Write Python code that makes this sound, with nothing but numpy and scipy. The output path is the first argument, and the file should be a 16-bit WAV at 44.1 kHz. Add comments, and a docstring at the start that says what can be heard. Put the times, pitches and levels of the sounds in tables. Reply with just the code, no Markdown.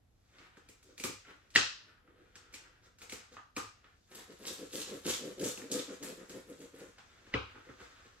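"""A kitchen with bare hard walls: scissors snip through fish fins, then a toothed scaler is drawn to and fro
along the fish, and is dropped in a basin. Rubber gloves rustle in between, over steady room tone.
Snips, catches and knocks are short rings, noise cracks and thuds; the scaler and gloves are streams of
tiny random contacts. Fading noise makes the room's echo, which rings for up to half a second."""
import sys
import numpy as np
from scipy import signal
from scipy.fft import rfft, irfft, next_fast_len
from scipy.io import wavfile
from scipy.ndimage import map_coordinates

SR = 44100
rng = np.random.default_rng(int(sys.argv[2]) if len(sys.argv) > 2 else 0)


def wav_out(sig):
    """Save sig, one row per channel (or a flat mono array), as 16-bit PCM at SR to the path in sys.argv[1]."""
    wavfile.write(sys.argv[1], SR, np.round(np.clip(np.atleast_2d(sig).T, -1, 1) * 32767).astype(np.int16))


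N = 361619

# Scissor snips and ticks: start_s, level_db, snap_pitch_hz, thud_db, crack_db, crack_centre_hz,
# crack_width_octaves (thud and crack are relative to the level)
SNIPS = [ (0.385, -54, 1470, -13, 0.5, 2480, 0.85), (0.57, -47, 1560, -5, -11, 1600, 1.6),
         (0.688, -50, 2420, -3, 1, 7500, 2.2), (.828, -64, 1560, -8, 8.5, 6800, 1.7),
         (.979, -45.5, 2400, -14, 1.5, 4550, 1.8), (0.9994, -38.5, 2420, -6, -1.5, 5000, 1.6),
         (1.038, -30, 2440, -6, 2, 5160, 2.3), (1.0432, -36, 1220, 1.5, 1, 2600, 4.3),
         (1.09, -48, 1210, 8, -6, 2600, 2), (1.25, -61, 1920, -13, 2, 1800, 0.43),
         (1.504, -65, 2360, -17, 8, 4030, 1.3), (1.552, -33, 1990, -3, 3.5, 2970, 1.24),
         (1.5592, -4, 1910, -24, -13.5, 3150, 0.75), (1.979, -56, 1660, -26, -10, 1520, 0.76),
         (2.077, -53, 1356, -13, -18, 1693, 0.75), (2.3555, -42.5, 1620, -13.5, -5.5, 3400, 1.12),
         (2.526, -57, 2320, -2, 1.5, 6000, 1.2), (2.538, -46, 2310, -13, 0, 4000, 1.3),
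         (2.5415, -41, 2350, -12, -1.5, 3590, 1.3), (2.986, -56.5, 1590, -16, 1.5, 4000, 1.5),
         (3.018, -46.5, 2330, -15, 0.5, 4600, 2.6), (3.096, -42, 2250, -19, 0.5, 3950, 1.4),
         (3.123, -36.5, 2220, -4, -.5, 4000, 2), (3.368, -36, 1186, -20, -14, 1896, 0.82),
         (3.565, -34, 2420, -1.5, -1, 3470, 1.6), (3.569, -31, 1176, -10, -9, 1750, 2.5),
         (3.579, -31, 1240, -11, -12, 1760, 2), (3.843, -54, 1280, -10, -3.5, 2035, .76)]
# What all snips share: boom_under_thud_db, snap_overtone_db, crack_fade_s, crack_lead_in_db
SNIP_KIND = (-16.5, -6, 0.0066, -16)
# Scaler teeth catching a scale: columns as for the snips
CATCHES = [ (4.115, -60, 3890, -8, 5, 3820, 2), (4.468, -38.5, 3900, -19, 2, 6400, 0.84),
           (4.732, -47.5, 3550, -1, 10, 6740, 2), (5.0548, -43, 1530, 13.5, 3.5, 2520, 1.9),
           (5.0834, -40, 3700, -5, 6, 7200, 0.79), (5.138, -31, 3520, -22, -5, 3700, 0.75),
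           (5.414, -44, 1670, 9, 2, 6800, 1), (5.44, -44, 3880, 7, 7, 6800, 0.38),
           (5.575, -40, 2640, -4, -1.5, 3550, 2.4), (5.618, -41.5, 1800, -6, -22, 2500, 3),
           (5.7154, -34.5, 3960, -2.5, 4.5, 6800, .8), (5.793, -36, 3630, -28, -4.5, 3640, 0.68),
           (6.027, -52, 2090, 3, 11.5, 4020, 2.8), (6.2955, -50, 1550, 2, 5, 3800, 1.6)]
# What all catches share: columns as for the snips
CATCH_KIND = (-20.5, -10, 0.0083, -30)
# Knocks in the basin: columns as for the snips
KNOCKS = [(6.9836, -53, 1510, -13, 2, 1350, 1.36), (7.2675, -54, 1660, -1, -5, 1690, 1.2),
          (7.3398, -15.5, 1970, -9.5, -13, 1700, .75), (7.555, -50, 1180, -1, -3, 1370, 0.66),
          (7.69, -53, 1230, 9.5, -1.5, 1450, 0.58), (7.804, -43.5, 1360, -7, -10, 1490, 1.5),
          (8.055, -66, 1400, 8, -6, 1500, 1)]
# What all knocks share: columns as for the snips
KNOCK_KIND = (-8, -11, .0065, -9)
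# Ringing modes of the scissors: pitch_hz, level_db, t60_s (time to fade by 60 dB)
BLADE_MODES = [(1227, -8.5, .05), (2400, -16, 0.064)]
# Scaler strokes, pull and return in turn: start_s, length_s, peak_after_s, swell_to_peak_db, bumping_db,
# rattling_db, tearing_db
STROKES = [ (4.114, .11, 0.071, 5.5, -57.5, -58.5, -53), (4.299, 0.043, 0.028, 0, -51.5, -64.5, -65),
           (4.401, 0.15, 0.061, 14, -46.5, -54, -41.5), (4.596, .065, 0.027, -0.5, -47, -62, -58),
           (4.744, 0.065, 0.095, 2.5, -43, -54.5, -41), (4.884, 0.1, .012, 1, -43.5, -55.5, -52),
           (5.051, 0.088, 0.029, 14.5, -36.5, -46.5, -35), (5.205, .11, .055, 12, -38, -57.5, -55),
           (5.383, 0.12, 0.059, 14.5, -37.5, -50, -39), (5.578, 0.084, .03, 4, -47.5, -59.5, -58.5),
           (5.701, 0.1, 0.044, 15, -35.5, -48.5, -39), (5.892, 0.044, 0.024, 1, -43.5, -58, -56),
           (6.019, 0.11, 0.015, 9.5, -42.5, -54, -46.5), (6.179, 0.056, 0.024, 5, -50, -61.5, -61.5),
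           (6.295, 0.1, 0.073, 4, -50, -61.5, -56), (6.468, .06, 0.035, 11, -46, -62.5, -59),
           (6.592, 0.066, 0.012, 9, -49.5, -61.5, -58), (6.746, 0.15, 0.062, 5, -49, -60.5, -60)]
# Dull modes of the fish in the hand: pitch_hz, width_hz, level_db
FLESH_MODES = [(194.6, 119, -4.5), (290.8, 46, 2), (374, 36, -0.5), (433, 43, -1.5), (503, 55.6, 0)]
# Sizes of scale: centre_hz, width_octaves, level_db
SCALE_SIZES = [(3700, 0.5, -2.5), (6800, 0.26, -4.5), (11100, 0.435, 0)]
# Gloves shifting on the fish: time_s, rustle_db, bright_rustle_db
GLOVE_LEVELS = [(0.0, -104, -97), (0.3, -79, -78), (0.5, -69.5, -86), (0.75, -75.5, -78),
                (0.95, -82.5, -83), (1.2, -77.5, -76), (1.9, -66.5, -90.5), (2.06, -90.5, -99.5),
                (2.26, -71.5, -83), (2.6, -65.5, -80.5), (2.95, -82.5, -91), (3.15, -60, -70.5),
                (3.5, -91, -87.5), (3.85, -71, -84), (4.05, -86, -78), (6.8, -76.5, -82),
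                (7.05, -68.5, -72), (7.45, -65, -76), (7.9, -65.5, -69.5), (8.2, -69.5, -73.5)]
# Single rubs of a glove: middle_s, length_s, low_db, rustle_db, bright_db
GLOVE_RUBS = [(0.399, 0.14, -69, -66, -79), (0.896, 0.095, -64, -73.5, -73), (1.285, 0.08, -82, -60, -85),
              (1.305, 0.05, -59, -81, -87), (2.156, 0.22, -67.5, -73.5, -106),
              (2.851, 0.047, -66, -69, -69), (3.026, 0.04, -65.5, -63.5, -58), (3.336, 0.04, -61, -65, -64),
              (7.28, 0.19, -80, -90, -87), (7.576, 0.056, -64, -75, -94.5), (7.686, 0.057, -65, -70, -83),
              (7.83, 0.059, -64, -62.5, -72), (8.063, 0.018, -71, -77, -73.5)]
# Colour of the rubber rustle: frequency_hz, level_db
RUBBER_COLOUR = [(500, -15), (900, -12.5), (1400, -4), (2200, -8.5), (3500, -13), (6000, -29)]
# Colour of the bright rustle: frequency_hz, level_db
SHEEN_COLOUR = [(2000, -33), (3500, 5), (6500, 2.5), (11000, -12.5), (16000, -4.5)]
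# Colour of the room tone: frequency_hz, level_db (per Hz)
HUSH_COLOUR = [(15, -37.5), (25, -17), (70, -14.5), (102, -15), (157, -24), (363, -27.5), (1160, -36),
               (7920, -50.5), (9320, -48.5), (12200, -38.5), (16000, -58.5)]
# How alike left and right are in sound from all around: frequency_hz, likeness (1 = the same)
ALIKE = [(60, 0.81), (130, 1), (300, 0.3), (640, 0.017), (1400, 0.0051), (8000, 0.21), (11000, -0.14),
         (15000, 0.38)]
# How long the kitchen rings: frequency_hz, t60_s
KITCHEN_RING = [(100, 0.2), (350, .2), (700, 0.33), (2000, 0.4), (5000, 0.49), (9000, 0.3), (14000, 0.24)]
# Strength of the room against the direct sound: frequency_hz, level_db
ROOM_SHARE = [(100, -3), (400, 0), (1000, 11.5), (2000, 5.5), (4000, 3), (8000, 6), (14000, 6.5)]
# Colour of the microphones, with a shallow and two deep dips: frequency_hz, level_db
MIC_COLOUR = [(18, -32.5), (30, 0.5), (100, 0.5), (560, -3), (740, 0.5), (1000, -6.5), (1300, -3),
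              (7500, -1), (8600, -2), (9550, -24), (10300, -6.5), (11300, -4.5), (12300, -12.5),
              (13400, -39), (14200, -11), (15000, -12.5), (15800, -24)]


def cuts():
    """Scissor blades bite in, then snap, crack the fin rays and thud in the flesh."""
    return contacts(SNIPS, SNIP_KIND)


def catches():
    """A scaler tooth catches on a scale: the same parts as a snip, with other settings."""
    return contacts(CATCHES, CATCH_KIND)


def knocks():
    """Knocks in the basin: the same parts as a snip, with a stronger boom."""
    return contacts(KNOCKS, KNOCK_KIND)


def contacts(rows, kind):
    """Each hard contact is a short snap, a noisy crack, a thud in the flesh and a boom in the basin."""
    boom_db, overtone_db, crack_fade_s, lead_in_db = kind
    snap_t60 = 2.6 * crack_fade_s
    lead = SR // 25  # samples kept before the contact
    out = np.zeros((2, N + SR))
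    t = (np.arange(SR // 4) - lead) / SR
    after = np.maximum(t, 0)

    def ring(hz, t60):
        return np.sin(2 * np.pi * hz * after) * amp(-60 * after / t60) * (1 - np.exp(-after / .0003))

    thud = filtered((t >= 0) * np.exp(-after / 0.001), flesh)
    # the boom has a sliding tone over a lower steady one
    boom = np.sin(2 * np.pi * 115 * after * (1 - 0.72 * after)) + 0.42 * np.sin(2 * np.pi * 66 * after)
    boom = boom * amp(-60 * after / .3) * (1 - np.exp(-after / 0.0041))
    thump = thud / thud.max() + amp(boom_db) * boom

    for start_s, level_db, pitch_hz, thud_db, crack_db, centre_hz, octaves in rows:
        band = bell(centre_hz, octaves)
        lead_in = amp(lead_in_db) * np.exp(t / 0.0056)
        shape = np.where(t < 0, lead_in, np.exp(-after / crack_fade_s))
        crack = unit(filtered(rng.standard_normal(len(t)), band)) * shape
        # summed over all directions the crack has the smooth colour of its band
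        click = 1. * (np.arange(len(t)) == lead + 40)
        spread = unit(filtered(click, band)) * crack.std()
        low = amp(thud_db) * thump
        # a snap near a mode of the scissors sets that mode ringing
        blades = sum(amp(mode_db) * bell(mode_hz, .08)(pitch_hz) * ring(mode_hz, t60)
                     for mode_hz, mode_db, t60 in BLADE_MODES)
        snap = 1.2 * ring(pitch_hz, snap_t60) + amp(overtone_db) * ring(1.45 * pitch_hz, snap_t60)
        direct = snap + amp(crack_db) * crack + low + blades
        # away from the blades' axis the snap has little pitch
        blunt = 1.6 * ring(pitch_hz, .004)
        around = blunt + amp(crack_db) * (spread + crack * (t < 0)) + low + blades
        wet = heard(amp(level_db) * direct, amp(level_db) * around)
        start = round(start_s * SR) - lead
        out[:, start:][:, :wet.shape[1]] += wet[:, :N + SR - start]
    return out[:, :N]


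def scaler():
    """Teeth bump over the scale rows at an uneven rate and shake the flesh; scales tear off in bunches."""
    bumping, rattling, tearing = strokes()
    bumps_per_s = 150 * (1 + .35 * wobble(140))
    hit = np.diff(np.floor(np.cumsum(bumps_per_s) / SR), prepend=0) > 0
    bumps = hit * amp(4.5 * np.clip(rng.standard_normal(N), -3, 1.4))
    body = unit(filtered(unit(bumps) + 0.29 * rng.standard_normal(N), flesh))
    rattle = unit(filtered(grains(900, spread_db=2.5), bell(1480, 0.83)))

    bunching = wobble(250)  # all sizes catch together
    tear = np.zeros(N)
    for centre_hz, octaves, level_db in SCALE_SIZES:
        swing_db = np.minimum(4 * wobble(120) + 5 * bunching, 11)
        tear += amp(level_db + swing_db) * unit(filtered(grains(900, spread_db=6), bell(centre_hz, octaves)))

    low = bumping * amp(2.5 * wobble(30)) * body
    high = rattling * rattle + tearing * unit(tear)
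    # the cook and the basin shade the walls
    return moving(low + high, amp(-6.5) * low + amp(-1.5) * high, pan_db=0.5)


def strokes():
    """Loudness of bumping, rattling and tearing: teeth bite, swell to a peak, ease and lift."""
    bite_db_per_s, ease_db_per_s, lift_db_per_s = 1000, 75, 520
    tear_rise_db_per_s, tear_sag_db_per_s, tear_end_db_per_s = 494, 108, 250
    press_swell = 0.55  # share of the swell that the bumping follows
    t = np.arange(-SR // 10, SR // 2) / SR
    out = np.zeros((3, N))
    early = np.maximum(-t, 0)
    for start_s, length_s, peak_s, swell_db, bump_db, rattle_db, tear_db in STROKES:
        past_peak = np.maximum(t - peak_s, 0)
        past_end = np.maximum(t - length_s, 0)
        short_db = swell_db * np.clip(1 - t / peak_s, 0, 1)  # how far still below the peak
        press = amp(-bite_db_per_s * early - press_swell * short_db
                    - ease_db_per_s * past_peak - lift_db_per_s * past_end)
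        rip = amp(-tear_rise_db_per_s * early - short_db
                  - tear_sag_db_per_s * past_peak - tear_end_db_per_s * past_end)
        start = round((start_s + t[0]) * SR)
        out[:, start:][:, :len(t)] += [amp(bump_db) * press, amp(rattle_db) * rip, amp(tear_db) * rip]
    return out


def hands():
    """Gloves rub the fish and each other: a low drag and fine rubber grains, swelling with each rub."""
    rustle_db, sheen_db = curves(GLOVE_LEVELS)
    gain = amp([rustle_db - 6, rustle_db, sheen_db])  # low drag, rustle, bright sheen
    t = np.arange(N) / SR
    for middle_s, length_s, *levels_db in GLOVE_RUBS:
        swell = np.exp(-(2 * (t - middle_s) / length_s) ** 4)
        gain = gain + amp(levels_db)[:, None] * swell
    drag = unit(filtered(grains(300, spread_db=2), flesh))
    rustle = unit(coloured(amp(2.2 * wobble(40)) * grains(2000, spread_db=3.5), RUBBER_COLOUR))
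    sheen = unit(coloured(grains(3400, spread_db=3.0), SHEEN_COLOUR))
    rubbing = np.sum(gain * [drag, rustle, sheen], axis=0)
    return moving(rubbing, amp(-2) * rubbing)


def hush():
    """Steady room tone: coloured noise arriving from all around."""
    return amp(-69.5) * unit(coloured(diffuse(N), HUSH_COLOUR))


def flesh(hz):
    """Response of the fish: a few dull modes; little passes above or below them."""
    modes = 0
    for k, (centre_hz, width_hz, level_db) in enumerate(FLESH_MODES):
        damping = 1j * hz * width_hz
        modes = modes + (-1) ** k * amp(level_db) * damping / (centre_hz ** 2 - hz ** 2 + damping)
    high, low = 1j * hz / 580, 1j * hz / 110
    treble_cut = 1 / (1 + 0.91 * high + high ** 2) ** 3
    bass_cut = low ** 2 / (1 + 1.7 * low + low ** 2)
    return modes * treble_cut * bass_cut


def heard(x, around, pan_db=0):
    """Direct sound at both microphones plus the room's echo, each frequency dying at its own speed."""
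    hz, t, z = signal.stft(diffuse(SR // 2), SR, nperseg=256)
    fall = amp(-60 * t / along(KITCHEN_RING, hz)[:, None])
    share = amp(along(ROOM_SHARE, hz))[:, None] / np.linalg.norm(fall, axis=1, keepdims=True)
    tail = signal.istft(z * fall * share, SR, nperseg=256)[1] / np.sqrt(128)
    tail = tail * (1 - np.exp(-np.arange(tail.shape[1]) / SR / .003))  # the first walls take a few ms
    wet = signal.fftconvolve(around[None], tail, axes=1) * amp([[.6], [-.6]])
    lag = 3  # samples by which direct sound reaches the left microphone late
    wet[0, lag:len(x) + lag] += x * amp(pan_db / 2)
    wet[1, :len(x)] += x * amp(-pan_db / 2)
    return wet


def moving(x, around, pan_db=0):
    """A source that shifts about meets the walls anew every half second."""
    out, step = np.zeros((2, N + 2 * SR)), SR // 2
    for start in range(0, N, step):
        wet = heard(x[start:start + step], around[start:start + step], pan_db)
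        out[:, start:start + wet.shape[1]] += wet
    return out[:, :N]


def diffuse(count):
    """A pair of noises whose left-right likeness varies with frequency, as in sound from all around."""
    def mid_and_side(hz):
        turn = np.arccos(np.clip(along(ALIKE, hz), -1, 1)) / 2
        return np.array([np.cos(turn), np.sin(turn)])

    mid, side = filtered(rng.standard_normal((2, count)), mid_and_side)
    return np.array([mid + side, mid - side])


def grains(per_s, spread_db):
    """Irregular single contacts of uneven size, scaled to an average (rms) level of 1."""
    hit = rng.random(N) < per_s / SR
    size = amp(spread_db * np.clip(rng.standard_normal(N), -3, 1.8))
    return unit(hit * rng.choice([-1, 1], N) * size)


def wobble(per_s):
    """A smooth random curve through per_s random points a second."""
    points = rng.standard_normal(int(N * per_s / SR) + 4)
    return map_coordinates(points, [np.arange(N) * per_s / SR])


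def bell(centre_hz, octaves):
    """A bell-shaped band on a log frequency axis."""
    return lambda hz: np.exp(-.5 * (np.log2((hz + 1) / centre_hz) / octaves) ** 2)


def coloured(x, spectrum):
    """x with each frequency raised or lowered by a (Hz, dB) table."""
    return filtered(x, lambda hz: amp(along(spectrum, hz)))


def filtered(x, response):
    """x with its spectrum multiplied by a response that depends on frequency."""
    m = next_fast_len(x.shape[-1] + 4096)
    spectrum = rfft(x, m) * response(np.fft.rfftfreq(m, 1 / SR))
    return irfft(spectrum, m)[..., :x.shape[-1]]


def along(points, hz):
    """Read between (Hz, value) points on a log frequency axis."""
    f, v = np.transpose(points)
    return np.interp(np.log(hz + 1), np.log(f + 1), v)


def curves(rows):
    """One value per sample for each column after the time."""
    s, *cols = np.transpose(rows)
    return [np.interp(np.arange(N) / SR, s, c) for c in cols]


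def amp(db):
    """Decibels to an amplitude factor."""
    return 10 ** (np.asarray(db) / 20)


def unit(x):
    """x scaled to an average (rms) level of 1."""
    return x / np.sqrt(np.mean(x ** 2) + 1e-20)


def scene():
    """All the kitchen sounds added together."""
    return cuts() + catches() + knocks() + scaler() + hands() + hush()


def record(dry):
    """The microphones colour the sound; nothing is kept from the band limit upwards."""
    band_limit_hz = 15850
    return filtered(coloured(dry, MIC_COLOUR), lambda hz: hz < band_limit_hz)


dry = scene()
out = record(dry)
wav_out(out)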